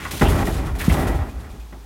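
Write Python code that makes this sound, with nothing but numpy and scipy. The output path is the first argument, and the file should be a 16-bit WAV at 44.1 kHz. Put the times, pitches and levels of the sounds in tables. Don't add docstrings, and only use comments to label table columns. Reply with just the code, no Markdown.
import sys
import numpy as np
from scipy import signal
from scipy.io import wavfile
from scipy.ndimage import uniform_filter1d

SR = 44100
rng = np.random.default_rng(int(sys.argv[2]) if len(sys.argv) > 2 else 0)


def wrap_up_sound(samples):
    columns = np.atleast_2d(samples).T
    tamed = np.clip(columns, -1, 1)
    steps = np.round(tamed * 32767).astype(np.int16)
    wavfile.write(sys.argv[1], SR, steps)


N = 81585
TIME = np.arange(N) / SR
ECHO_T60_S = 0.42
RELEASE_S = 0.0087


def from_db(db):
    return 10 ** (np.asarray(db) / 20)


def filtered(x, hz, kind, order=2):
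    edge = np.clip(hz, 10, 0.45 * SR)
    sections = signal.butter(order, edge, kind, fs=SR, output="sos")
    return signal.sosfilt(sections, x + 1e-18)


def through(x, response):
    return signal.fftconvolve(x, response)[:N]


def dying(t60):
    return from_db(-60 * TIME / t60)


def evened(x, seconds):
    power = np.abs(uniform_filter1d(x ** 2, int(seconds * SR)))
    return x / np.sqrt(power + 1e-12)


def coloured(spectrum, envelope=lambda hz: 1):
    edges = 28 * 2 ** np.arange(0, 9.6, 0.5)
    white = rng.standard_normal((2, N))
    points_hz, points_db = np.array(spectrum).T
    out, undamped = 0, 0
    for k, (low, high) in enumerate(zip(edges, edges[1:])):
        hz = np.sqrt(low * high)
        level_db = np.interp(np.log(hz), np.log(points_hz), points_db)
        band = filtered(white[k % 2], [low, high], "band") * from_db(level_db)
        out = out + band * envelope(hz)
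        undamped = undamped + band
    return out / np.std(undamped)


def clicks(per_s, spread_db):
    size_db = spread_db * np.minimum(rng.exponential(1, N), 4)
    sizes = from_db(size_db) * rng.choice([-1, 1], N)
    return sizes * (rng.random(N) < per_s / SR)


def stroke(start, length, rise=0.001):
    age = TIME - start
    attack = np.clip(age / rise, 0, 1)
    return attack * np.exp(-np.maximum(age - length, 0) / RELEASE_S)


def in_box(x, echo_db):
    tail = rng.standard_normal(N) * dying(ECHO_T60_S)
    echo = through(x, tail / np.linalg.norm(tail))
    return (x + from_db(echo_db) * echo) / np.hypot(1, from_db(echo_db))


def background():
    # (frequency [Hz], relative density [dB per Hz])
    air = [(30, -9), (60, 8.5), (120, -10), (300, -17.5), (800, -14), (2000, -22), (5000, -25),
           (15000, -32.5)]
    hum_hz, hum_db, air_db = 53.8, -37, -46.5
    hum = np.sqrt(2) * np.sin(2 * np.pi * hum_hz * TIME)
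    return from_db(hum_db) * hum + from_db(air_db) * coloured(air)


def scuffs():
    # (time [s], level [dB], length [s], pitch [Hz],
    # upper band edge over pitch [ratio, held to at least 1.02])
    scuff_table = [(0, -37, 0.052, 1720, 1.48), (.051, -27.5, .018, 1200, 1.42),
                   (0.253, -29, 0.021, 2930, 1.13), (0.667, -35, 0.028, 970, 1.5),
                   (0.801, -29.5, 0.021, 1940, 1.35), (0.826, -34.5, 0.046, 1210, 1.5),
                   (.895, -27.5, .016, 2310, 1.27), (.989, -25, 0.011, 755, 0.96),
                   (1.295, -56, 0.025, 2500, 0.94), (1.426, -49, 0.047, 1360, 1.35),
                   (1.49, -57, .02, 2480, 0.97), (1.603, -53, 0.01, 2470, 0.96)]
    slips_per_s, echo_db = 970, -8.5
    out = 0
    for s, db, length, hz, ratio in scuff_table:
        width = max(ratio, 1.02)
        slips = filtered(clicks(slips_per_s, spread_db=1), [hz / width, hz * width], "band")
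        out = out + from_db(db) * stroke(s, length, rise=0.0012) * evened(slips, seconds=0.04)
    return in_box(out, echo_db)


def grit():
    # (time [s], level [dB], length [s], rise [s], extra treble [dB])
    crunches = [(0, -38.5, 0.093, 0.00081, -3.5), (0.108, -26.5, 0.013, .001, 1.5),
                (0.137, -31.5, 0.014, .003, -1), (0.163, -30, 0.014, .002, -0.5),
                (0.193, -27, 0.0095, 0.0022, -2), (0.219, -29.5, 0.015, .003, 2),
                (0.28, -27, 0.021, 0.0037, 2), (0.344, -35, 0.076, 0.012, 0),
                (0.448, -33, 0.031, 0.0056, 2.5), (0.498, -37, 0.083, 0.014, -3.5),
                (0.642, -39, 0.029, 0.017, 0), (.751, -39.5, .008, .001, 2), (0.782, -32.5, 0.037, .006, 3),
                (0.834, -33.5, 0.034, .01, 0), (0.882, -34.5, 0.034, 0.0074, 4),
                (0.915, -30, 0.025, 0.0076, 0.5), (0.972, -37.5, 0.05, 0.012, 4.5),
                (1.065, -35.5, 0.018, .006, 2), (1.135, -44.5, .035, 0.011, 0), (1.22, -54, 0.073, .02, 3),
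                (1.286, -46, .012, .004, -1), (1.38, -46.5, 0.029, .015, -2), (1.495, -47, .014, .005, -1),
                (1.592, -48, .012, .006, -2)]
    # (frequency [Hz], relative density [dB per Hz])
    snap_spectrum = [(300, 4), (1500, -1), (3000, 3.5), (4500, -2.5), (8000, -4), (11000, -3.5),
                     (15500, -10)]
    grains_per_s, grain_spread_db = 5000, -1
    catches_per_s, catch_db = 160, 2.5
    treble_hz, echo_db = 8500, 2.5

    knots = np.arange(0, TIME[-1] + 0.1, 1 / catches_per_s)
    catching_db = catch_db * np.interp(TIME, knots, rng.standard_normal(N)[:len(knots)])
    grains = from_db(catching_db) * evened(clicks(grains_per_s, grain_spread_db), seconds=0.04)
    diffuse = rng.standard_normal(N)

    body_power, top_power = 0, 0
    for s, db, length, rise, treble_db in crunches:
        shape = stroke(s, length, rise)
        body_power = body_power + (from_db(db) * shape) ** 2
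        top_power = top_power + (from_db(db + treble_db) * shape) ** 2

    power_tail = dying(ECHO_T60_S) ** 2
    wet = from_db(echo_db)
    out = 0
    for power, kind in ((body_power, "low"), (top_power, "high")):
        echo_level = np.sqrt(np.abs(through(power, power_tail / power_tail.sum())))
        crunch = np.sqrt(power) * grains + wet * echo_level * diffuse
        out = out + filtered(crunch, treble_hz, kind, order=3)

    hz = np.linspace(0, SR / 2, 129)
    snap_gain = from_db(np.interp(hz, *np.transpose(snap_spectrum)))
    snap = signal.firwin2(65, hz, snap_gain, fs=SR)
    return through(out, snap / np.linalg.norm(snap)) / np.hypot(1, wet)


def floor_ring():
    # (frequency [Hz], level [dB], t60 [s])
    floor_modes = [(60.5, -2.5, 0.18), (69.5, -3.5, 0.12), (86.6, -5.5, .13), (156.5, -5.5, 0.13),
                   (189, 0, 0.076), (210.1, -6, 0.111), (262, -5, 0.21), (320.6, -6, 0.14),
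                   (408.5, -14.5, 0.59), (564, -18.5, 0.52), (627.5, -20.5, 0.42), (802, -11.5, 0.18),
                   (883, -9.5, 0.16), (1345, -7, 0.057), (1924, -1, 0.043)]
    ring = 0
    for hz, db, t60 in floor_modes:
        ring = ring + from_db(db) * np.sin(2 * np.pi * hz * TIME) * dying(t60)
    return ring


def panel_ring():
    # (frequency [Hz], relative density [dB per Hz])
    panels = [(90, 14.5), (160, 3), (250, 6), (350, 2.5), (520, -2), (850, -1), (1200, -4.5), (2100, -9),
              (3200, -16), (5000, -23), (15000, -16.5)]
    clatter_t60_s = 0.13
    box_t60_s, box_db, damping = 0.35, -3.5, 0.36

    def decay(hz):
        box_t60 = box_t60_s * (1000 / hz) ** damping
        return dying(clatter_t60_s) + from_db(box_db) * dying(box_t60)

    return coloured(panels, decay)


def rolling(floor, spots):
    # (time [s], level of the rumble [dB], level of the boom [dB])
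    roll = [(0, -35, -38), (.2, -51, -36), (0.279, -22, -12), (.42, -19.5, -27.5), (.52, -32, -22),
            (.62, -28, -24.5), (.74, -35.5, -23.5), (.86, -32, -28), (0.929, -22, -15), (1.02, -21, -29),
            (1.102, -23.5, -21), (1.22, -29, -20.5), (1.27, -33.5, -35), (1.33, -40, -31),
            (1.46, -41.5, -32.5), (1.56, -46.5, -45), (1.64, -55, -45), (1.85, -55, -60)]
    rumble_band = [92, 1260]
    bumps_per_s, bump_spread_db = 360, 3.0
    modes_db, boom_edge_hz = -4, 101.6
    s, rumble_db, boom_db = np.transpose(roll)

    bumps = [clicks(bumps_per_s / len(spots), bump_spread_db) for spot in spots]
    ringing = through(sum(bumps), floor)
    rumble = sum(map(through, bumps, spots)) + from_db(modes_db) * ringing
    rumble = filtered(rumble, rumble_band, "band", order=1)
    rumble = evened(filtered(rumble, boom_edge_hz, "high", order=4), seconds=0.04)
    boom = evened(filtered(ringing, [42, boom_edge_hz], "band", order=3), seconds=0.045)

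    rumble_gain = from_db(np.interp(TIME, s, rumble_db))
    boom_gain = from_db(np.interp(TIME, s, boom_db))
    return rumble * rumble_gain + boom * boom_gain


def thump():
    start_s, level_db, hz, rise_s = 0.8805, 0, 179, 0.0025
    age = np.maximum(TIME - start_s, 0)
    envelope = age / rise_s * np.exp(1 - age / rise_s)
    return -from_db(level_db) * envelope * np.sin(2 * np.pi * hz * age)


def thuds(floor):
    # (time [s], level of the impulse [dB], contact [s])
    thud_table = [(0.228, -7, 0.0054), (0.294, -13, 0.021), (0.427, -9.5, 0.012), (0.483, -13, 0.013),
                  (0.555, -11.5, 0.013), (.665, -16, 0.0052), (0.717, -15.5, 0.0076), (.772, -12, 0.014),
                  (0.9, -11, 0.0042), (0.937, -20, 0.0046), (0.992, -11, 0.0073), (1.074, -8, 0.016),
                  (1.143, -20, 0.0042), (1.201, -19, 0.0076), (1.335, -17, 0.019), (1.418, -28, 0.012),
                  (1.497, -21, 0.0099), (1.582, -27.5, 0.0092)]
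    force = 0
    for s, db, contact in thud_table:
        push = np.sin(np.pi * np.clip((TIME - s) / contact, 0, 1))
        force = force + from_db(db) * push / push.sum()
    return through(force, floor)


def blows(floor, spots):
    # (time [s], level of the impulse [dB], brightness as low-pass edge [Hz])
    blow_table = [(.053, -37, 2480), (.134, -24.5, 240), (.147, -48, 250), (.2125, -13, 2460),
                  (.2175, -12, 3500), (.230, -34, 1500), (.288, -24.5, 2530), (.395, -29, 900),
                  (.472, -16.5, 790), (.751, -31, 5000), (.981, -21, 696), (1.071, -25, 3400),
                  (1.538, -33, 353), (1.725, -37.5, 1960), (1.736, -40, 450)]
    modes_db, low_cut_hz = -1, 119
    out = 0
    for k, (s, db, hz) in enumerate(blow_table):
        tap = signal.unit_impulse(N, int(s * SR))
        force = from_db(db) * filtered(tap, hz, "low", order=1)
        response = spots[k % len(spots)] + from_db(modes_db) * floor
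        out = out + through(force, response)
    return filtered(out, low_cut_hz, "high")


def scene():
    floor = floor_ring()
    spots = [panel_ring() for spot in range(9)]
    mid = background() + scuffs() + grit()
    mid = mid + rolling(floor, spots) + thump() + thuds(floor) + blows(floor, spots)
    side_db = -30.5
    side = from_db(side_db) * filtered(grit(), 9500, "high", order=4)
    return np.array([mid + side, mid - side])


def record(dry):
    low_cut_hz, cutoff_hz = 42.8, 15900
    rounded = 0.84 * np.tanh(filtered(dry, low_cut_hz, "high", order=4) / 0.88)
    top_cut = signal.ellip(10, 0.2, 80, cutoff_hz, fs=SR, output="sos")
    return signal.sosfilt(top_cut, rounded)


dry = scene()
out = record(dry)
wrap_up_sound(out)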